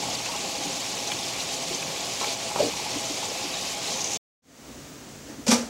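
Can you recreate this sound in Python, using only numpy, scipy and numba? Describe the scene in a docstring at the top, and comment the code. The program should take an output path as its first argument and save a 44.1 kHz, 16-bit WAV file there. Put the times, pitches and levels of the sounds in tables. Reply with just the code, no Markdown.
"""A dense frying sizzle over the drone of pan and glass lid, with spits of oil, a hand clattering at the
next pot and a rising jet of steam; it cuts to silence. Then a simmering pot fades in, a faint hiss, until
something is dragged and knocked down on the counter. Coloured noise bands and sliding damped sines make
the liquids and the drag; banks of decaying modes make the blows; a thin whine sits at the very top."""
import sys
import numpy as np
from scipy import signal
from scipy.fft import rfft, irfft, next_fast_len
from scipy.io import wavfile
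from scipy.ndimage import uniform_filter1d
from numba import njit

SR = 44100
rng = np.random.default_rng(int(sys.argv[2]) if len(sys.argv) > 2 else 0)


def generate_wav(signal):
    """Clip the signal to [-1, 1] and save it as 16-bit WAV at the path in sys.argv[1]."""
    frames = np.transpose(np.atleast_2d(signal))
    scaled = np.clip(frames, -1, 1) * 32767
    pcm = np.round(scaled).astype(np.int16)
    wavfile.write(sys.argv[1], SR, pcm)


N = 251057
TIME = np.arange(N) / SR
SIZE = next_fast_len(N)
FREQ = np.arange(SIZE // 2 + 1) * SR / SIZE + 1e-3  # Hz, offset so that log is finite


def undb(db):
    """Decibels to gain."""
    return 10 ** (np.asarray(db, float) / 20)


def unit(x):
    """Scale to rms 1."""
    return x / np.sqrt(np.mean(x ** 2))


def walk(rate_hz):
    """Random levels held 1 / rate_hz seconds and slewed twice; rms 1."""
    hold = max(int(SR / rate_hz), 1)
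    steps = np.repeat(rng.standard_normal(N // hold + 1), hold)
    slewed = uniform_filter1d(uniform_filter1d(steps, hold), hold)
    return unit(slewed[:N])


def ramp(start_s, length_s):
    """0 before start_s, then a straight rise to 1 over length_s."""
    return np.clip((TIME - start_s) / length_s, 0, 1)


def filtered(x, gain):
    """Apply a gain per frequency."""
    return irfft(rfft(x, SIZE) * gain, SIZE)[:N]


def colour(points, peaks=()):
    """Gain at every frequency from (Hz, dB) points, lifted by resonances (Hz, width Hz, dB)."""
    hz, db = np.transpose(points)
    lift = 1
    for peak_hz, width_hz, peak_db in peaks:
        lift = lift + undb(peak_db) ** 2 / (1 + (2 * (FREQ - peak_hz) / width_hz) ** 2)
    return undb(np.interp(np.log(FREQ), np.log(hz), db, -90, -90)) * np.sqrt(lift)


def hiss(gain, swell_db=0., patch_db=0., patch_rate_hz=30.):
    """Half-octave-spaced noise bands that swell together, in patches shared with their neighbours; rms 1."""
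    out, swell = np.zeros(N), swell_db * walk(7.5)
    shared = walk(patch_rate_hz)
    for centre_hz in 21 * 2 ** np.arange(0, 10.1, .5):
        band = gain * np.cos(np.pi * np.clip(np.log2(FREQ / centre_hz), -.5, .5))
        if band.max() > 1e-3:  # skip inaudible bands
            shared = (shared + walk(patch_rate_hz)) / np.sqrt(2)
            out += undb(swell + patch_db * shared) * filtered(rng.standard_normal(N), band)
    return unit(out)


@njit
def burst(start, hz, cycles, size, glide, count):
    """Each bubble is a damped sine that slides up in pitch as it nears the surface."""
    out = np.zeros(count)
    for k in range(len(start)):
        span = cycles[k] * SR / hz[k]  # samples
        z = size[k] + 0j
        step = np.exp(2j * np.pi * hz[k] / SR - 3 / span)
        bend = np.exp(2j * np.pi * hz[k] / SR * glide / span)
        for i in range(start[k], min(start[k] + int(span), count)):
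            out[i] += z.imag
            z, step = z * step, step * bend
    return out


def bubbles(gain, rate_hz, lo_hz, hi_hz, mean_cycles, spread_db, glide):
    """Bubbles of random pitch, length and capped level at random moments, in their vessel's colour; rms 1."""
    moment, pitch, level, length = rng.random((int(rate_hz * N / SR), 4)).T
    hz = lo_hz * (hi_hz / lo_hz) ** pitch
    # factor hz: equal energy per hertz before colouring
    size = hz * undb(spread_db * np.minimum(-np.log(1 - level), 3))
    start = (moment * N).astype(np.int64)
    raw = burst(start, hz, mean_cycles * (.5 + length), size, glide, N)
    return unit(filtered(raw, gain))


def ring(hits, modes, detune, sag=0., sag_s=.03):
    """Each blow rings the modes near its pitch most; a softer contact rings fewer and builds more slowly.
    A loose panel (sag > 0) drops in pitch under a hard blow and climbs back."""
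    reach_octaves, reach_slope = 0.2, 0.38  # spread of modes at a 10 ms push; a shorter push rings more
    out, t = np.zeros(N + SR), np.arange(SR // 2) / SR
    chance = rng.standard_normal((len(hits), len(modes)))
    for (start_s, peak_db, hit_hz, push_s, stretch), slips in zip(hits, chance):
        sound = 0
        reach = reach_octaves * (100 * push_s) ** -reach_slope
        bent = t - sag * undb(peak_db) * sag_s * (1 - np.exp(-t / sag_s))
        for (mode_hz, mode_db, t60_s), slip in zip(modes, slips):
            near = np.exp(-.5 * (np.log2(mode_hz / hit_hz) / reach) ** 2)
            tone = np.sin(2 * np.pi * mode_hz * (1 + detune * slip) * bent)
            sound = sound + near * undb(mode_db) * tone * 1000 ** (-t / t60_s / stretch)
        sound = sound * np.sin(np.pi / 2 * np.minimum(t / push_s, 1)) ** 2
        i = int(start_s * SR)
        out[i:i + len(t)] += undb(peak_db) * sound / np.abs(sound).max()
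    return out[:N]


def whine():
    """A thin steady band of noise at the very top."""
    centre_hz, width_hz, level_db = 15600, 132, -68.5
    band = 1 / (1 + (2 * (FREQ - centre_hz) / width_hz) ** 2)
    return undb(level_db) * unit(filtered(rng.standard_normal(N), band))


def simmer():
    """Water simmering further off: a smooth hiss over a wavering low murmur of bubbles."""
    # Each row: frequency in Hz, relative level in dB per Hz.
    simmer_colour = [(18, -42), (42, -18), (56, -0.5), (75, -6.5), (105, -3.5), (150, -1.5), (190, -7),
                     (235, 1.5), (290, 0), (360, -6.5), (500, -7), (780, -12.5), (1200, -15), (3500, -18.5),
                     (5200, -18), (6400, -15), (7500, -18), (10000, -27.5), (15900, -31.5)]
    level_db = -43
    tone = colour(simmer_colour)
    murmur = bubbles(tone, rate_hz=110., lo_hz=101., hi_hz=694., mean_cycles=14., spread_db=-2., glide=.054)
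    steam = hiss(tone, patch_db=.3, patch_rate_hz=25.)
    return undb(level_db) * (steam + undb(-19.0) * murmur)


def shoves(column, dies_s, t60_s):
    """Gain of one layer: each shove along the counter builds, dies quickly and leaves an echo."""
    # Each row: start in seconds, rise in seconds, rasp level in dB, rumble level in dB.
    shove_rows = [(5.27, .03, -50.5, -46), (5.465, 0.0023, -28.5, -33), (5.478, 0.0029, -22.5, -32.5),
                  (5.490, 0.019, -27.5, -33), (5.503, 0.017, -19.5, -27.5), (5.511, .005, -26, -35)]
    echo_db = -5  # the kitchen rings on
    power = 0
    for row in shove_rows:
        start_s, rise_s = row[:2]
        after = np.maximum(TIME - start_s - rise_s, 0)
        tail = np.exp(-2 * after / dies_s) + undb(echo_db) ** 2 * 1000 ** (-2 * after / t60_s)
        power = power + (undb(row[column]) * ramp(start_s, rise_s)) ** 2 * tail
    return np.sqrt(power)


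def drag():
    """Something dragged on the counter: gritty rasp of noise and short bursts over a low rumble."""
    # Rasp, then rumble. Each row: frequency in Hz, relative level in dB per Hz.
    rasp_colour = [(710, -25), (1200, -14), (1250, -7), (1340, -7), (1490, -16), (2370, 0), (2550, -4.5),
                   (3600, -5.5), (5730, 1.5), (7660, -4), (15800, -30)]
    rumble_colour = [(30, -45), (70, -20), (130, -20), (230, -10), (330, -11.5), (520, -10), (860, -12.5),
                     (1200, -19), (1600, -17), (2100, -26)]
    tone = colour(rasp_colour)
    grit = bubbles(tone, rate_hz=900., lo_hz=1200., hi_hz=15900., mean_cycles=2.4, spread_db=4., glide=0.)
    rasp = hiss(tone, patch_db=1.0, patch_rate_hz=99.0) + undb(-16.0) * grit
    rumble = hiss(colour(rumble_colour), patch_db=1.0, patch_rate_hz=56.0)
    rasp_gain = shoves(column=2, dies_s=0.025, t60_s=0.37)
    rumble_gain = shoves(column=3, dies_s=0.046, t60_s=0.59)
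    return rasp_gain * rasp + rumble_gain * rumble


def knock():
    """Blows that ring the modes of the counter, a loose panel."""
    # Each row: start in seconds, peak in dB, pitch most excited in Hz, push in seconds,
    # ring length as a multiple of each mode's t60 (under 1 damped, over 1 longer).
    blow_rows = [(5.295, -38, 298, .01, .9), (5.322, -37, 300, 0.0077, .9), (5.382, -33, 289, 0.011, 1.1),
                 (5.468, -23, 550, 0.013, 0.84), (5.483, -13, 220, 0.02, 0.35),
                 (5.490, -29, 517, 0.013, 1.1), (5.512, -18, 940, 0.0043, 1.1),
                 (5.520, -13, 215, 0.011, .9), (5.526, -23, 500, 0.0082, 0.97),
                 (5.549, -28, 245, 0.011, 0.46), (5.558, -31, 510, .006, 0.84), (5.559, -30, 870, .006, .8),
                 (5.574, -26.5, 240, 0.016, 1.3), (5.582, -39, 520, .005, .7),
                 (5.600, -28, 232, 0.023, 0.9), (5.652, -31.5, 250, 0.016, .5)]
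    # Each row: mode in Hz, relative level in dB, t60 in seconds before that multiple.
    counter_modes = [(238.8, 0.5, 0.17), (288, 0.5, .07), (481, -5, 0.27), (519, -3, 0.23), (550, -4, 0.14),
                     (718, -7, 0.19), (860, -5.5, 0.17), (998, -8, 0.13), (1200, -2, 0.21), (1330, -9, .12)]
    return ring(blow_rows, counter_modes, detune=0.0074, sag=0.24, sag_s=0.046)


def clatter():
    """Hand and cup against the next pot, ringing its modes."""
    # Each row: start in seconds, peak in dB, pitch most excited in Hz, push in seconds,
    # ring length as a multiple of each mode's t60 (under 1 damped, over 1 longer).
    clatter_rows = [(.28, -32.5, 945, 0.037, 1.1), (.33, -30.5, 1080, 0.025, 1),
                    (.55, -38, 295, 0.066, 2.3), (.63, -33, 293, 0.058, 1.3),
                    (1.703, -29.5, 370, 0.013, .9), (1.84, -38, 170, .045, 1.7),
                    (2.210, -23, 870, 0.0027, 1.1), (2.226, -24, 1020, .0056, 1.4),
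                    (2.238, -29, 855, .005, 0.8), (2.252, -29, 836, 0.0067, 1.1),
                    (2.266, -30, 480, 0.0043, 0.74), (2.305, -33, 690, .008, .9),
                    (2.320, -30, 720, .006, 0.61), (2.509, -28.5, 860, .006, 0.62),
                    (2.5595, -15, 860, 0.0026, .22), (2.567, -28, 430, .003, 0.49),
                    (2.571, -24, 950, .003, 0.27), (2.581, -22, 910, 0.006, 0.37),
                    (2.592, -24, 506, 0.0053, 0.44), (2.597, -13, 554, .011, 0.59),
                    (2.612, -17, 600, .003, 0.63), (2.626, -16, 460, 0.003, 0.84),
                    (2.630, -19, 398, .002, 0.36), (2.636, -24, 300, 0.0069, 1.5),
                    (2.648, -18, 423, 0.001, 0.49), (2.665, -23, 474, .005, 0.56),
                    (2.682, -27, 450, .004, 0.82), (2.731, -31.5, 830, .01, 0.55),
                    (2.79, -26.5, 826, .012, .7), (2.855, -26.5, 800, .015, 1.3),
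                    (2.956, -27, 295, 0.008, 0.56), (3.098, -29, 296, .011, 0.67),
                    (3.222, -25, 804, 0.014, 0.88), (3.31, -27, 505, 0.011, 0.45),
                    (3.44, -27.5, 317, .009, 0.56)]
    # Each row: mode in Hz, relative level in dB, t60 in seconds before that multiple.
    pot_modes = [(168.5, 4, 0.089), (292.2, -3.5, 0.11), (360.5, -6, 0.16), (463, 5, 0.066),
                 (510, -3, 0.063), (579, 5.5, 0.084), (646, 4.5, 0.048), (839, 2, 0.057), (947, -3, 0.09),
                 (1060, 5.5, 0.041), (1305, 2, 0.085)]
    return ring(clatter_rows, pot_modes, detune=0.009)


def jet(width_hz=1100.0, flutter_db=2.1):
    """Steam noise in a narrow band whose centre climbs as the gap closes; it flutters and comes in puffs."""
    # Each row: centre in seconds, lift in dB.
    puff_rows = [(3.918, 5.5), (3.947, 0), (3.96, 5), (3.999, 4), (4.017, 9), (4.045, 15.5), (4.059, 6),
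                 (4.075, 10.5), (4.088, 6), (4.118, 10), (4.135, 12), (4.146, 10), (4.166, -8)]
    puff_s = 0.0018
    start_s, rise_s, level_db = 3.89, 0.031, -37.5
    from_hz, to_hz, climb_s = 5600., 6840, 0.18
    soft = signal.butter(2, width_hz / 2, fs=SR, output="sos")
    a, b = signal.sosfilt(soft, rng.standard_normal((2, N)))
    hz = to_hz - (to_hz - from_hz) * np.exp(-np.maximum(TIME - start_s, 0) / climb_s)
    turn = 2 * np.pi * np.cumsum(hz) / SR
    steam = unit(a * np.cos(turn) + b * np.sin(turn))
    puffs_db = sum(db * np.exp(-.5 * ((TIME - s) / puff_s) ** 2) for s, db in puff_rows)
    return steam * ramp(start_s, rise_s) * undb(level_db + flutter_db * walk(160.) + puffs_db)


def spits(glide=.015, rough=.65):
    """Pockets of steam that burst: a brief ring, rising a little, roughened by spray."""
    # Each row: start in seconds, peak in dB, pitch in Hz.
    spit_rows = [(.150, -20, 4660), (.260, -23.5, 2620), (1.072, -20.5, 5800), (1.077, -24.5, 3950),
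                 (1.113, -25, 2300), (1.116, -21, 2950), (1.117, -22.5, 3350), (1.119, -27, 2350),
                 (1.187, -27, 5190), (1.194, -31, 5400), (1.202, -29, 6330), (1.401, -22, 4050),
                 (1.745, -21, 6130), (1.824, -22.5, 2520), (1.826, -27, 2250), (1.96, -25, 2320),
                 (2.241, -20, 2260), (2.558, -29, 5460), (2.604, -26, 3480), (2.771, -25, 4010),
                 (2.909, -25, 4390), (3.252, -25, 7160), (3.538, -23, 3900), (3.84, -29, 4000),
                 (3.842, -33, 6900), (3.872, -26, 4050)]
    spit_s = 0.0084
    out, t = np.zeros(N), np.arange(SR // 20) / SR
    for start_s, peak_db, hz in spit_rows:
        spray = 1 + rough * unit(uniform_filter1d(rng.standard_normal(len(t)), size=16))
        tone = np.sin(2 * np.pi * hz * t * (1 + glide * (t / spit_s - .5)))
        pop = tone * spray * t * np.exp(-3 * t / spit_s)
        i = int(start_s * SR)
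        out[i:i + len(t)] += undb(peak_db) * pop / np.abs(pop).max()
    return out


def swells(column):
    """Lift in dB of one frying layer, which swells or sags for a moment: rise, hold, fall."""
    # Each row: start in seconds, rise in seconds, hold in seconds, sizzle lift in dB, drone lift in dB.
    swell_rows = [(0, .001, 0.14, 0.5, 2), (2.206, 0.011, 0.08, 2.5, 2), (2.47, 0.045, .01, -0.5, -0.5),
                  (2.556, .045, 0.04, 2.5, 5), (3.862, 0.032, 0.046, 1.5, 1.5)]
    fall_s = 0.076
    lift_db = 0
    for row in swell_rows:
        shape = ramp(row[0], row[1]) - ramp(sum(row[:3]), fall_s)
        lift_db = lift_db + row[column] * shape
    return lift_db


def drone():
    """Low hiss and plopping bubbles, coloured by the pan and by the air resonating under the lid."""
    # Each row: frequency in Hz, relative level in dB per Hz.
    drone_colour = [(18, -29), (42, -17.5), (54, -12), (100, -12.5), (200, -7), (400, -7.5), (700, -6),
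                    (1000, -10), (1300, -25), (1700, -23.5), (2200, -54)]
    # Each row: resonance in Hz, width in Hz, lift in dB.
    lid_peaks = [(121, 19, 8.5), (171, 11.8, 6.5), (270, 45, 5), (383, 40, 5.5), (455, 12, 4), (523, 19, 8),
                 (562, 12, 3.5), (664.4, 18, 10), (730, 37, 5), (821, 26.6, 11), (836, 29, 8),
                 (1074, 40, 5)]
    level_db = -36.5
    low = colour(drone_colour, lid_peaks)
    plops = bubbles(low, rate_hz=200., lo_hz=85.5, hi_hz=1836., mean_cycles=11.7, spread_db=2., glide=.05)
    bed = hiss(low, swell_db=.5, patch_db=0.5, patch_rate_hz=11.0)
    return undb(level_db + swells(column=4)) * (undb(-1.5) * bed + undb(-8.0) * plops)


def sizzle():
    """Frying oil: patchy hiss, long fizzing bubbles, snapping droplets and small spits."""
    # Each row: frequency in Hz, relative level in dB per Hz.
    sizzle_colour = [(650, -22), (1100, -2.5), (1300, -8.5), (1560, -10), (1850, -8), (2300, -2),
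                     (2700, -2), (4000, -1.5), (6000, -1.5), (7000, -2), (9000, -12), (12000, -19),
                     (15200, -27), (15900, -28.5)]
    level_db = -33
    high = colour(sizzle_colour)
    fizz = bubbles(high, rate_hz=5000., lo_hz=900., hi_hz=15920., mean_cycles=60., spread_db=3.5, glide=.04)
    crackle = bubbles(high, rate_hz=900., lo_hz=1970., hi_hz=15900., mean_cycles=1.9, spread_db=4., glide=0.)
    pops = bubbles(high, rate_hz=60., lo_hz=2100., hi_hz=7500., mean_cycles=21., spread_db=2.5, glide=.02)
    bed = hiss(high, swell_db=0.15, patch_db=1.4, patch_rate_hz=60.)
    mix = undb(-1.5) * bed + undb(-3.5) * fizz + undb(-20.5) * crackle + undb(-14.5) * pops
    uneven = undb(0.25 * walk(45.))  # slight quick random unevenness in the level
    return undb(level_db + swells(column=3)) * mix * uneven


def scene():
    """Two moments at the stove: the first is cut off, the second fades in after a silence."""
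    cut_s, cut_len_s = 4.175, 0.0059  # silent from cut_s on
    fade_s, fade_len_s = 4.42, 0.28
    first = np.clip((cut_s - TIME) / cut_len_s, 0, 1)
    second = ramp(fade_s, fade_len_s)
    frying = drone() + sizzle() + spits() + jet() + clatter()
    simmering = simmer() + drag() + knock()
    mono = first * frying + second * simmering + (first + second) * whine()
    return np.array([mono, mono])


def record(dry):
    """A single microphone with a steep cut at the top."""
    top_hz = 15870
    return signal.sosfilt(signal.ellip(14, .3, 90, top_hz, fs=SR, output="sos"), dry)


dry = scene()
out = record(dry)
generate_wav(out)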